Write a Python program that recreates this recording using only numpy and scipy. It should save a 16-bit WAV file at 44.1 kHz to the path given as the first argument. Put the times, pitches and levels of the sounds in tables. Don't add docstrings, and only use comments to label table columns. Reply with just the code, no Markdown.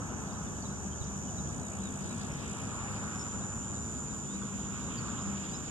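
import sys
import numpy as np
from scipy import signal
from scipy.fft import rfft, irfft
from scipy.io import wavfile
from scipy.ndimage import uniform_filter1d, map_coordinates

SR = 44100
rng = np.random.default_rng(int(sys.argv[2]) if len(sys.argv) > 2 else 0)


def pcm_store(signal):
    levels = np.round(np.clip(np.atleast_2d(signal), -1, 1) * 32767)
    wavfile.write(sys.argv[1], SR, levels.astype(np.int16).T)


N = 251370
TIME = np.arange(N) / SR
HZ = np.maximum(np.arange(N // 2 + 1) * SR / N, 1)


def from_db(db):
    return 10 ** (np.asarray(db) / 20)


def rms_one(x):
    return x / np.sqrt(np.mean(x ** 2) + 1e-20)


def in_time(rows):
    time_s, *columns = np.transpose(rows)
    return [np.interp(TIME, time_s, column) for column in columns]


def eq_db(points):
    hz, db = np.transpose(points)
    return np.interp(np.log(HZ), np.log(hz), db)


def drift(rate_hz):
    pole = np.exp(-2 * np.pi * rate_hz * 40 / SR)
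    slow = signal.lfilter([1], [1, -2 * pole, pole * pole], rng.standard_normal(N // 40 + 2002))[2000:]
    return np.interp(np.arange(N) / 40, np.arange(len(slow)), rms_one(slow))


def narrow_band(noise, hz, width_hz):
    r = np.exp(-np.pi * width_hz / SR)
    peak = np.array([1, 0, -1]) * (1 - r * r) / 2, [1, -2 * r * np.cos(2 * np.pi * hz / SR), r * r]
    return rms_one(signal.lfilter(*peak, signal.lfilter(*peak, noise)))


def filtered_noise(edges_hz, kind):
    sos = signal.butter(2, edges_hz, kind, fs=SR, output="sos")
    return rms_one(signal.sosfilt(sos, rng.standard_normal(N)))


def noise_bed(spectrum, flicker_db, bands):
    hz, *levels = np.transpose(spectrum)
    shape = from_db([np.interp(np.log(HZ), np.log(hz), db, left=-120, right=-120) for db in levels])
    noise = rfft(rng.standard_normal((2, N))) * shape
    centres = np.log(np.geomspace(hz[0], hz[-1], bands))
    weights = [np.interp(np.log(HZ), centres, row) for row in np.eye(bands)]
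    shared, differing = sum(irfft(noise * w, N) * from_db(flicker_db * drift(15.7)) for w in weights)
    return rms_one(np.array([shared + differing, shared - differing]))


# start_s, first_pitch_hz, last_pitch_hz, second_drum_up_hz, stroke_fall_hz,
# second_stroke_weakness (0-1), stroke_depth (0-1), click_drag_rad, ring_between_clicks (0-1),
# chorus_db, low_skirt_db, high_skirt_db, top_over_high_skirt_db
CICADA_PHRASES = [(0, 6900, 6950, 280, 300, 0, 0.3, 0.7, 0.13, -57, 6.5, 11, -1.5),
                  (.35, 7020, 6860, 163, 150, 0.08, 0.6, 0.95, 0.14, -56, 7, 11.5, -3),
                  (1.52, 6905, 6795, 32, 180, 0.63, 0.2, .12, 0.08, -68, 3, 14, 5),
                  (2.46, 7200, 7100, 19.3, 200, 0.78, 0.2, .2, 0.12, -62, 3, 13.5, 6),
                  (2.68, 7020, 6970, 140, 386, 0.02, 0.6, 1.33, 0.22, -53, 2, 11.5, -1.5),
                  (4.5, 6926, 6940, 330, 400, 0, 0.4, .5, 0.14, -45.5, -0.5, 6, -3)]


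def cicada_phrases():
    def blend(x, seconds):
        return uniform_filter1d(x, size=round(seconds * SR), mode="nearest")

    start_s, first_hz, last_hz, *articulation = np.transpose(CICADA_PHRASES)
    current = np.clip(np.searchsorted(start_s, TIME) - 1, 0, None)
    progress = (TIME - start_s[:, None]) / np.diff(start_s, append=N / SR)[:, None]
    pitch_hz = first_hz[:, None] + (last_hz - first_hz)[:, None] * progress
    crossfade = blend(1. * (current == np.arange(len(start_s))[:, None]), seconds=.31)
    return pitch_hz, crossfade, [blend(column[current], seconds=.076) for column in articulation]


# frequency_hz, gain_db
CICADA_EQ = [(5300, -27), (5800, -9.5), (6100, -7.5), (6380, 0.5), (6620, -3), (6900, 0.5), (7200, -3),
             (7550, -8.5), (8000, -24), (8300, -12.5), (8620, -27.5), (9100, -23.5), (9600, -37),
             (11000, -39.5), (13000, -55)]


def cicada_colour(x, low_db, high_db, top_db):
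    shaped = rfft(x) * from_db(eq_db(CICADA_EQ))
    low, high, top = np.clip([(6750 - HZ) / 250, (HZ - 7450) / 300, (HZ - 8500) / 900], 0, 1)
    bands = [(1 - low - high, 0), (low, low_db), (high - top, high_db), (top, high_db + top_db)]
    return sum(from_db(db) * irfft(shaped * band, N) for band, db in bands)


# time_s, muscle_strokes_per_s, level_db
CICADA_EFFORT = [(0, 113, -53), (.5, 102, -51.5), (.95, 100, -49), (1.45, 110, -46.5), (1.65, 117, -47),
                 (2.1, 117, -47.5), (2.4, 112.5, -50), (2.58, 114, -48), (2.78, 109, -45),
                 (3.0, 113.5, -45.5), (3.3, 110, -43), (3.7, 111.5, -43), (3.95, 112.5, -42.5),
                 (4.22, 111, -43.5), (5.3, 111, -44), (5.7, 110, -45.5)]
# time_s, front_gain_db, front_lag_ms
CICADA_BEARING = [(0, 4.5, 0.45), (.5, 2, .44), (1.46, -1, 0.43), (1.6, -1, 0.43), (2.6, -1.5, 0.41),
                  (2.75, -2.5, 0.4), (4.3, -5.5, 0.416), (4.8, -14, 0.4), (5.1, -6.5, .42),
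                  (5.7, -6.5, 0.42)]


def cicada(click_ms=.06, click_spread_db=.8, stroke_floor=.57, wobble_hz=13, surround_db=-54.5):
    strokes_per_s, level_db = in_time(CICADA_EFFORT)
    pitch_hz, crossfade, articulation = cicada_phrases()
    second_up_hz, fall_hz, weakness, depth, drag_rad, ring, chorus_db, *skirts_db = articulation
    turn = np.pi * np.cumsum(strokes_per_s) / SR + .05 * drift(20)

    clicks_per_s = 445.5 + .8 * (strokes_per_s - 111)
    drag = drag_rad * np.sin(2 * turn + .1)
    uneven = .3 * np.sin(turn + 1.1)
    count = 2 + np.cumsum(clicks_per_s) / SR + (drag + uneven) / (2 * np.pi)
    since_ms = 1000 * (count % 1) / clicks_per_s
    sizes = from_db(click_spread_db * rng.standard_normal(N // 50))[count.astype(int)]
    clicks = sizes * since_ms / click_ms * np.exp(1 - since_ms / click_ms)
    swell = (1 + stroke_floor - depth * np.cos(2 * turn)) * (1 + weakness * np.sin(turn))

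    sag_hz = fall_hz * (turn / np.pi % 1 - .5)
    drum_hz = pitch_hz - sag_hz + second_up_hz * (np.sin(turn) < 0) + wobble_hz * drift(38)
    cycles = np.cumsum(drum_hz, axis=1) / SR
    new_stroke = np.diff(turn // np.pi, prepend=0) > 0
    cycles -= np.maximum.accumulate(cycles * new_stroke, axis=1)
    tone = np.sum(crossfade * np.sin(2 * np.pi * cycles), axis=0)
    song = cicada_colour((clicks + ring) * swell * tone, *skirts_db)
    song *= from_db(level_db) / np.sqrt(uniform_filter1d(song ** 2, size=8000))

    chorus = rms_one(cicada_colour(rng.standard_normal((3, N)), *skirts_db))
    song += from_db(chorus_db) * chorus[2]
    front_db, lag_ms = in_time(CICADA_BEARING)
    front = from_db(front_db) * map_coordinates(song, [(TIME - lag_ms / 1000) * SR], mode="nearest")
    return np.array([front, song]) + from_db(surround_db) * chorus[:2]


# time_s, level_db
LOW_BUZZ_LEVEL = [(0, -68), (1.5, -61), (1.7, -66), (2.9, -63), (3.3, -56.5), (4.5, -61.5), (5.7, -65)]


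def low_buzz():
    level_db, = in_time(LOW_BUZZ_LEVEL)
    hiss = narrow_band(rng.standard_normal(N), hz=5995, width_hz=170)
    return from_db(level_db) * hiss * from_db([[-4], [0]])


# time_s, gain_db
RUMBLE_SWELL_DB = [(0, 1.5), (.7, -1), (1.6, 0.55), (2.6, 1), (3.2, -0.5), (3.8, -0.2), (4.8, 0),
                   (5.2, 1.2), (5.7, 0)]
# frequency_hz, shared_db, differing_db
RUMBLE_SPECTRUM = [(20.8, -14, -43), (35.8, -13, -29), (55.6, 1.5, -27), (78, -2, -29), (222.4, -8.5, -28),
                   (291, -17.5, -33), (465, -27.5, -31.5), (677, -42.5, -60)]
# pitch_hz, width_hz, level_db
ENGINE_TONES = [(75.03, 3.1, -40), (102.66, 2.1, -42.5), (144.4, 6.6, -47), (198.4, 5.5, -42.5)]


def far_engines():
    sway_db = in_time(RUMBLE_SWELL_DB)[0] - .75 * drift(5.7)
    rumble = from_db(-33.5) * noise_bed(RUMBLE_SPECTRUM, flicker_db=.2, bands=5)
    white = rng.standard_normal(N)
    hums = sum(from_db(db) * narrow_band(white, hz, width_hz) for hz, width_hz, db in ENGINE_TONES)
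    return from_db(sway_db) * (rumble + hums * from_db([[.6], [-.6]]))


# time_s, road_db, leaves_db
BED_LEVELS = [(0, -50.5, -62.5), (.7, -54, -61), (1.4, -53, -61.5), (2.4, -54, -53), (3.0, -52, -55),
              (3.8, -54.5, -61), (4.4, -59.5, -58), (5.0, -55.5, -54), (5.7, -54, -54.5)]
# frequency_hz, shared_db, differing_db
ROAD_SPECTRUM = [(350, -8.5, -19), (560, 0.5, 0), (854, 1, -5.5), (1260, -10.5, -1), (1766, -6.5, -2.5),
                 (2270, -56, -63)]
# frequency_hz, shared_db, differing_db
LEAF_SPECTRUM = [(1638, 4, -9), (2400, 4, 8.5), (3000, -0.5, -7), (4000, -0.5, -0.5), (4560, -4, -5),
                 (5300, -8.5, 5), (8920, -2, -18)]


def road_and_leaves():
    road_db, leaves_db = in_time(BED_LEVELS)
    road = from_db(road_db) * noise_bed(ROAD_SPECTRUM, flicker_db=1.27, bands=4)
    leaves = from_db(leaves_db) * noise_bed(LEAF_SPECTRUM, flicker_db=2.15, bands=6)
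    return road + leaves


# frequency_hz, shared_db, differing_db
AIR_SPECTRUM = [(4000, -34, -12), (7400, 13.5, -21), (10060, -12, -4), (12300, -9.5, -11),
                (14400, -13, -12)]


def air():
    return from_db(-61) * noise_bed(AIR_SPECTRUM, flicker_db=2.1, bands=3)


# nearest_s, level_db, half_power_after_s
PASS_BYS = [(.05, -53.5, 0.28), (2.85, -50.5, 0.17), (3.1, -52.5, 0.2), (3.8, -62.5, 1.5),
            (5.05, -53, 0.37)]
# frequency_hz, shared_db, differing_db
TYRE_SPECTRUM = [(705, -9.5, -45), (1050, 0.5, 1.5), (1206, 1, 0.5), (1290, 2.5, -1.5), (1376, 0.5, -2.5),
                 (1520, -2, -15), (2060, -26, -8), (3000, -15, -22)]


def tyres(steady_db=-62):
    power = sum(from_db(db) ** 2 / (1 + ((TIME - s) / fade_s) ** 2) for s, db, fade_s in PASS_BYS)
    level = np.sqrt(power + from_db(steady_db) ** 2)
    return level * noise_bed(TYRE_SPECTRUM, flicker_db=2, bands=4)


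# peak_s, level_db
WIND_BUMPS = [(.2, -37.5), (.45, -36), (1.015, -39), (1.61, -32), (2.059, -35), (3.54, -48), (4.56, -36),
              (4.78, -46), (5.28, -36)]


def wind_bumps():
    envelope = sum(from_db(db) * np.exp(-((TIME - s) / .0062) ** 2) for s, db in WIND_BUMPS)
    return filtered_noise([30, 130], "band") * envelope * [[1], [0]]


def bird_note(start_s, length_s, path_hz, db, wobble_hz, lateness=1):
    progress = np.linspace(0, 1, round(length_s * SR))
    span = round(start_s * SR) + np.arange(len(progress))
    cycles = np.cumsum(path_hz(progress) + wobble_hz[span]) / SR
    note = np.zeros(N)
    note[span] = from_db(db) * np.sin(np.pi * progress ** lateness) * np.sin(2 * np.pi * cycles)
    return note


def glide(start_hz, end_hz, bend=1):
    return lambda progress: start_hz + (end_hz - start_hz) * progress ** bend


# start_s, note_db, second_note_db, falling_flick_db, rising_flick_db
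CHIRP_CUES = [(.277, -53, -57, -54, -52), (.632, -47, -57, -50, -54), (.994, -45, -57, -57, -56),
              (1.36, -43.5, -60, -59, -58), (3.397, -49, -71, -57, -71), (3.745, -51, -62, -55, -60),
              (4.084, -52, -60, -58, -52), (4.436, -60, -64, -66, -66), (4.794, -51, -56, -62, -66),
              (5.166, -48, -65, -61.5, -50), (5.517, -47, -60, -65, -60)]
# offset_s, length_s, start_hz, end_hz, lateness (exponent)
CHIRP_FLICKS = [(-.015, 0.02, 4660, 4270, 1), (0.042, 0.015, 4120, 5680, 1.5)]


def chirper(wobble_hz, note_s=.039, second_after_s=.06, front_db=-25, front_lag_ms=.1):
    def droop_hz(progress):
        return 3870 + 100 * progress - 300 * progress ** 4

    calls = np.zeros(N)
    for start_s, db, second_db, *flicks_db in CHIRP_CUES:
        calls += bird_note(start_s, note_s, droop_hz, db, wobble_hz, lateness=2.6)
        calls += bird_note(start_s + second_after_s, note_s, droop_hz, second_db, wobble_hz, 1.2)
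        for (offset_s, length_s, *ends_hz, lateness), flick_db in zip(CHIRP_FLICKS, flicks_db):
            calls += bird_note(start_s + offset_s, length_s, glide(*ends_hz), flick_db, wobble_hz, lateness)
    front = from_db(front_db) * map_coordinates(calls, [(TIME - front_lag_ms / 1000) * SR])
    return np.array([front, calls])


# start_s, length_s, start_hz, end_hz, level_db, front_gain_db
WHISTLE_CUES = [(0.463, .03, 3700, 3450, -63.5, 5), (0.543, 0.024, 3060, 3000, -56, -11),
                (0.911, 0.031, 3110, 3050, -54, -8), (1.275, 0.02, 3030, 3000, -51.5, -15),
                (2.303, 0.05, 5570, 5200, -59, -5), (2.72, 0.1, 3760, 3380, -76, -8),
                (3.04, 0.038, 4000, 3580, -66, 0), (3.156, .012, 5650, 5600, -54, 1),
                (3.188, .014, 5670, 5300, -50.5, 1), (3.2, 0.022, 5280, 5460, -52, 1),
                (3.223, 0.00995, 5300, 5130, -61, 1), (3.28, .1, 4120, 3800, -66, -8),
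                (3.68, .07, 3690, 3820, -62, -6), (4.258, 0.13, 3290, 4050, -62, 6),
                (4.418, 0.026, 3450, 3410, -56, -1), (4.969, 0.033, 4810, 4320, -50, 4),
                (5.22, 0.025, 3170, 3157, -60, -3), (5.475, 0.063, 4210, 5000, -63, 6),
                (5.525, .055, 4900, 5500, -62, 3), (5.548, .035, 5200, 4900, -68, 10)]
# start_s, length_s, level_db, front_gain_db
SLUR_CUES = [(1.607, 0.1, -66, 6), (1.812, .085, -66, 13), (2.065, .09, -66, 9)]


def other_birds(wobble_hz, front_lag_samples=9):
    notes = [(s, length_s, glide(hz, end_hz), *dbs) for s, length_s, hz, end_hz, *dbs in WHISTLE_CUES]
    notes += [(s, length_s, glide(4050, 3351.4, bend=2.21), *dbs) for s, length_s, *dbs in SLUR_CUES]
    ports = np.zeros((2, N))
    for start_s, length_s, path_hz, db, front_db in notes:
        note = bird_note(start_s, length_s, path_hz, db, wobble_hz)
        ports += [from_db(front_db) * np.roll(note, front_lag_samples), note]
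    return ports


def birds(flutter_db=2.5, tail_db=-7, tail_t60_s=.09):
    wobble_hz = 45 * drift(120)
    calls = (chirper(wobble_hz) + other_birds(wobble_hz)) * from_db(flutter_db * drift(89))
    tail = rng.standard_normal((2, 4000)) * from_db(-60 * TIME[:4000] / tail_t60_s)
    tail *= from_db(tail_db) / np.linalg.norm(tail, axis=1, keepdims=True)
    return calls + signal.fftconvolve(calls, tail, axes=1)[:, :N]


# peak_s, level_db
CRINKLES = [(4.150, -68), (4.164, -63)]


def dry_grass():
    envelope = sum(from_db(db) * np.exp(-np.abs(TIME - s) / .0027) for s, db in CRINKLES)
    return filtered_noise(5000, "high") * envelope


def scene():
    bed = far_engines() + road_and_leaves() + tyres() + air()
    return bed + cicada() + birds() + wind_bumps() + low_buzz() + dry_grass()


# frequency_hz, gain_db
CROSSFEED_EQ = [(5200, 0), (6000, -7)]
# frequency_hz, left_over_right_db
BALANCE_EQ = [(60, -1), (120, 1), (230, 2.5), (460, 2.5), (900, 0), (1770, -3.5), (3490, 2), (6880, -1.5),
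              (13500, -5)]


def record(dry, delay_ms=.4741, cutoff_hz=14150):
    ports = rfft(dry)
    crossfeed = from_db(eq_db(CROSSFEED_EQ)) * np.exp(-2j * np.pi * HZ * delay_ms / 1000)
    balance = from_db(eq_db(BALANCE_EQ) * [[.5], [-.5]])
    wide = irfft((ports - crossfeed * ports[::-1]) * balance, N)
    return signal.sosfilt(signal.ellip(12, .3, 80, cutoff_hz, fs=SR, output="sos"), wide)


dry = scene()
out = record(dry)
pcm_store(out)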